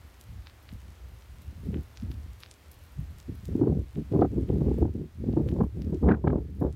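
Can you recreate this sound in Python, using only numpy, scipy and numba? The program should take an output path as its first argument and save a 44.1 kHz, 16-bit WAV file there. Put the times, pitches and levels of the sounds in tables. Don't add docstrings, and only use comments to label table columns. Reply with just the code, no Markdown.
import sys
import numpy as np
from scipy import signal
from scipy.fft import rfft, irfft, next_fast_len
from scipy.io import wavfile
from scipy.ndimage import uniform_filter1d
from numba import njit

SR = 44100
rng = np.random.default_rng(int(sys.argv[2]) if len(sys.argv) > 2 else 0)


def bounce(signal):
    frames = np.transpose(np.atleast_2d(signal))
    limited = np.clip(frames, -1, 1)
    pcm = np.round(limited * 32767).astype(np.int16)
    wavfile.write(sys.argv[1], SR, pcm)


N = 297675
TIME = np.arange(N) / SR

# t/s, length/s, relative level/dB, rumble level/dB, nominal low-pass f/Hz
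GUSTS = [(.01, 0.028, -34, -47.5, 179.6), (0.278, 0.12, -42.5, -41.5, 240),
         (0.72, 0.032, -35.5, -41.5, 267), (0.836, 0.064, -42.5, -45, 237), (1.024, .13, -44, -44, 230),
         (1.298, 0.32, -42.5, -44, 250), (1.662, 0.12, -31, -34.5, 586), (2.028, .08, -28.5, -35, 350),
         (2.142, .17, -43.5, -39.5, 268), (2.716, .13, -56.5, -50.5, 180), (2.983, 0.046, -35, -34, 244),
         (3.106, 0.048, -36.5, -42, 210), (3.298, 0.011, -29.5, -38, 430), (3.358, 0.09, -45, -44, 280),
         (3.491, 0.09, -27.5, -33, 512), (3.617, 0.0091, -17, -36, 900), (3.683, 0.014, -15.5, -33, 1040),
         (3.697, 0.097, -22.5, -26, 650), (3.975, 0.024, -23, -35.5, 530), (4.134, 0.091, -18.5, -28, 950),
         (4.308, 0.13, -27.5, -28.5, 624), (4.496, 0.22, -21.5, -27.5, 740), (4.759, 0.036, -28, -44, 730),
         (4.826, 0.027, -17, -19.5, 1000), (4.953, 0.079, -26, -37, 540), (5.188, 0.061, -28.5, -34, 430),
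         (5.262, 0.27, -24, -31.5, 616), (5.365, 0.0067, -20.5, -32, 1000), (5.561, 0.068, -21, -25, 1025),
         (5.744, 0.2, -27.5, -31, 575), (6.039, 0.043, -14.5, -19.5, 1040),
         (6.093, 0.041, -12.5, -25, 1960), (6.247, 0.12, -19, -21.5, 1000),
         (6.27, .008, -15.5, -25.5, 1400), (6.385, 0.59, -36, -35, 382), (6.625, 0.033, -16, -24, 1380)]
# t/s, level/dB, f/Hz
EDDIES = [(0.731, -38, 176), (1.691, -20.5, 184), (1.762, -27.5, 272), (2.031, -28.5, 217),
          (2.994, -26, 142), (3.298, -28.5, 251), (3.556, -19, 270), (3.619, -6, 294), (3.675, -11, 392),
          (4.194, -13, 380), (4.222, -24, 1240), (4.224, -12, 707), (4.384, -19.5, 335),
          (4.502, -21.5, 340), (4.83, -7.5, 307), (5.293, -14.5, 242), (5.377, -11.5, 330),
          (5.567, -33, 427), (5.613, -29, 1030), (5.619, -9, 193), (5.951, -21, 315), (6.09, -19, 770),
          (6.115, -19, 1540), (6.275, -12.5, 785), (6.649, -20, 520)]


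def from_db(db):
    return 10 ** (np.asarray(db) / 20)


def unit_rms(x):
    return x / np.sqrt(np.mean(x ** 2) + 1e-20)


def swells(events, rest_db, rise_db_per_s, fall_db_per_s):
    power = from_db(rest_db) ** 2
    for s, length, db in events:
        before_s, after_s = np.maximum(s - TIME, 0), np.maximum(TIME - s - length, 0)
        drop_db = rise_db_per_s * before_s + fall_db_per_s * after_s
        near = drop_db < 70
        power = power + np.bincount(np.flatnonzero(near), from_db(db - drop_db[near]) ** 2, N)
    return 10 * np.log10(power)


def coloured(x, spectrum):
    hz, db = np.transpose(spectrum)
    size = next_fast_len(N)
    bins = np.maximum(np.fft.rfftfreq(size, 1 / SR), 1)
    gain = from_db(np.interp(np.log(bins), np.log(hz), db)) * np.minimum(bins / hz[0], 1)
    return irfft(rfft(x, size) * gain, size)[:N] * np.sqrt(SR / 2)


def local_rms(x, span_s):
    size = max(int(span_s * SR), 2)
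    return np.sqrt(np.abs(uniform_filter1d(uniform_filter1d(x * x, size), size)) + 1e-20)


def evened(x, span_s, evenness=1.0):
    return x * (local_rms(x, 10 * span_s) / local_rms(x, span_s)) ** evenness


def flutter(rate_hz):
    pole = np.exp(-2 * np.pi * rate_hz / SR)
    return unit_rms(signal.lfilter([1], [1, -2 * pole, pole * pole], rng.standard_normal(N + SR))[SR:])


@njit
def swept_low_pass(x, tuning, damping):
    out, band, low = np.zeros(len(x)), 0., 0.
    for i in range(len(x)):
        g = tuning[i]
        band_pass = (band + g * (x[i] - low)) / (1 + g * (g + damping))
        out[i] = low + g * band_pass
        band, low = 2 * band_pass - band, 2 * out[i] - low
    return out


def place(out, s, sound):
    at = int(np.clip(round(s * SR), 0, N - len(sound)))
    out[at:at + len(sound)] += sound


def wind(breeze_db=-54, breeze_hz=148, db_per_octave=19, trim_db=-0.5,
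         flutter_db=3.5, stir_db=4.5, stir_s=0.0042, brightening=0.38, damping=1.775):
    # f/Hz, relative level/dB
    turbulence = [(30, -60.5), (50, -35), (75, -38), (105, -28), (150, -25), (300, -27), (430, -28.5),
                  (600, -39), (850, -38.5), (1200, -42), (1700, -42), (2500, -50), (5000, -41)]
    slopes = dict(rise_db_per_s=696, fall_db_per_s=403)
    strength_db = swells([(s, length, db) for s, length, db, _, _ in GUSTS], breeze_db, **slopes)
    lifts = [(s, length, db_per_octave * np.log2(0.9 * hz / breeze_hz)) for s, length, _, _, hz in GUSTS]
    corner_hz = breeze_hz * 2 ** (swells(lifts, 0, **slopes) / db_per_octave)
    stirred = sum(np.exp(-.5 * np.minimum(((TIME - s) / stir_s) ** 2, 20)) for s, _, _ in EDDIES)
    surge = from_db(flutter_db * flutter(rate_hz=45) + stir_db * np.minimum(stirred, 1))
    tuning = np.tan(np.pi * np.clip(corner_hz * surge ** brightening, 20, SR / 10) / SR)
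    pressure = coloured(rng.standard_normal(N), turbulence)
    for _ in range(3):
        pressure = swept_low_pass(pressure, tuning, damping)
    return evened(pressure, span_s=0.034, evenness=0.94) * from_db(strength_db + trim_db) * surge


def eddies(typical_width_s=0.0029, typical_hz=330, size=2048):
    out, t = np.zeros(N), (np.arange(size) - size / 2) / SR
    for (s, db, hz), phase in zip(EDDIES, rng.random(len(EDDIES))):
        swell = np.exp(-.5 * (t / typical_width_s) ** 2 * hz / typical_hz)
        place(out, s + t[0], from_db(db) * swell * np.cos(2 * np.pi * (hz * t + phase)))
    return out


def rumble():
    # f/Hz, relative level/dB
    spectrum = [(20, -27.5), (30, -15), (40, -10.5), (50, -9), (60, 7.5), (68, -1.5), (85, 0.5),
                (105, -7.5), (140, -25.5), (250, -58), (1000, -85.5)]
    gusts = [(s, length, rumble_db) for s, length, _, rumble_db, _ in GUSTS]
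    level_db = swells(gusts, rest_db=-55.5, rise_db_per_s=279, fall_db_per_s=169)
    pressure = evened(coloured(rng.standard_normal(N), spectrum), span_s=0.16)
    return from_db(level_db) * unit_rms(pressure)


def snap(low_hz, high_hz, size=256):
    low_hz, high_hz = np.minimum([low_hz, high_hz], SR * .45)
    pulse = signal.sosfilt(signal.butter(7, high_hz, fs=SR, output="sos"), signal.unit_impulse(size))
    pulse = signal.sosfilt(signal.butter(2, low_hz, "high", fs=SR, output="sos"), pulse)
    return pulse * np.sqrt(SR / 1000 / np.sum(pulse ** 2))


def flake_ticks(band_ratio=4.2, crumbs_db=-7.5, cluster_s=0.011, crumb_chance=0.02, size=1536):
    # t/s, level/dB, top edge f/Hz
    flakes = [(.2121, -45.5, 13500), (0.4707, -39.5, 4690), (.6907, -43.5, 4500), (0.9044, -59, 13400),
              (1.421, -58, 14000), (1.2226, -54.5, 7000), (1.7436, -40.5, 3200), (1.973, -41.5, 6400),
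              (2.116, -44.5, 4970), (2.022, -53, 5500), (2.3333, -54, 13900), (2.405, -49.5, 12700),
              (2.4347, -36, 4970), (2.5129, -41.5, 10100), (3.1853, -52, 12900), (3.2013, -47.5, 8000),
              (3.4547, -46.5, 9000), (3.957, -49.5, 3800), (4.2133, -51.5, 5000), (4.125, -51.5, 4760),
              (4.4908, -48, 3500), (5.3288, -51.5, 4800), (5.4881, -39.5, 3630), (5.492, -51, 6500),
              (5.82, -43.5, 5800), (5.9458, -50.5, 8000), (6.2827, -41.5, 3400), (6.7304, -49, 10200)]
    out, t = np.zeros(N), (np.arange(size) - size // 2) / SR
    for (s, db, hz), (draw, push) in zip(flakes, rng.random((len(flakes), 2, size))):
        crumbs = (draw < crumb_chance) * (2 * push - 1) * np.exp(-np.abs(t) / cluster_s)
        crumbs /= np.linalg.norm(crumbs) + 1e-9
        force = signal.unit_impulse(size, "mid") + from_db(crumbs_db) * crumbs
        place(out, s + t[0], from_db(db) * np.convolve(force, snap(hz / band_ratio, hz)))
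    return out


def skin_sizzle(per_s=400, spread_db=3.5, hold_s=0.004, lead_db=9.5, rest_db=-82.5, wander_db=4.5):
    # t/s, level/dB
    patches = [(.21, -68), (.628, -70), (.728, -66), (.817, -82), (1.42, -68), (1.832, -68), (2.115, -65),
               (2.405, -62.5), (2.717, -57), (2.79, -69), (2.838, -64.5), (2.922, -68), (3.003, -65),
               (3.105, -73), (3.187, -66), (3.353, -66), (3.456, -63), (4.785, -68), (5.49, -67),
               (5.637, -64), (5.82, -68), (6.552, -65.5), (6.603, -59)]
    # f/Hz, relative level/dB
    spectrum = [(1500, -14.5), (4000, -6), (8000, -12.5), (11000, -3.5), (13500, -3), (15500, -9)]
    bed_db = rest_db + wander_db * flutter(rate_hz=8)
    bursts = [(s, hold_s, db) for s, db in patches]
    level_db = swells(bursts, bed_db, rise_db_per_s=1204, fall_db_per_s=504)
    sizes = from_db(spread_db * np.minimum(rng.exponential(1, N), 3)) * rng.choice([-1, 1], N)
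    fractures = sizes * (rng.random(N) < per_s / SR)
    out = from_db(level_db) * unit_rms(coloured(fractures, spectrum))
    for s, db in patches:
        place(out, s, from_db(db + lead_db) * snap(low_hz=10000, high_hz=15000))
    return out


def crust_crackle(per_s=32, softest_db=-65.5, spread_db=4.0, bands=10):
    sizes = from_db(softest_db + spread_db * np.minimum(rng.exponential(1, N), 2)) * rng.choice([-1, 1], N)
    fractures = sizes * (rng.random(N) < per_s / SR)
    band = rng.integers(0, bands, N)
    snaps = [snap(hz / 4.8, hz * 2.2) for hz in np.geomspace(2500, 12000, bands)]
    return sum(signal.oaconvolve(fractures * (band == k), click)[:N] for k, click in enumerate(snaps))


def hiss(level_db=-60.5):
    # f/Hz, relative level/dB
    spectrum = [(100, -0.5), (300, 5), (600, 1), (1000, -1), (2000, -3.5), (4000, -9), (6000, -13),
                (9000, -16), (11000, -17), (13500, -15), (15500, -20)]
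    return from_db(level_db) * unit_rms(coloured(rng.standard_normal(N), spectrum))


def scene():
    return (wind() + eddies() + rumble() + flake_ticks() + skin_sizzle() + crust_crackle() + hiss())[None]


def gain_control(x, threshold_db=-16.0, release_db_per_s=5.0, span_s=0.0059):
    over_db = np.maximum(20 * np.log10(local_rms(x, span_s)) - threshold_db, 0)
    recovered_db = release_db_per_s * TIME
    return x * from_db(recovered_db - np.maximum.accumulate(over_db + recovered_db, axis=-1))


def record(dry, ceiling=0.41, low_cut_hz=38, echo_s=0.027, echo_db=-9.5, high_cut_hz=15800):
    clipped = ceiling * np.tanh(gain_control(dry) / ceiling)
    direct = signal.sosfilt(signal.butter(2, low_cut_hz, "high", fs=SR, output="sos"), clipped)
    slap = from_db(echo_db) * np.pad(direct, ((0, 0), (round(echo_s * SR), 0)))[:, :N]
    return signal.sosfilt(signal.ellip(10, .2, 70, high_cut_hz, fs=SR, output="sos"), direct + slap)


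dry = scene()
out = record(dry)
bounce(out)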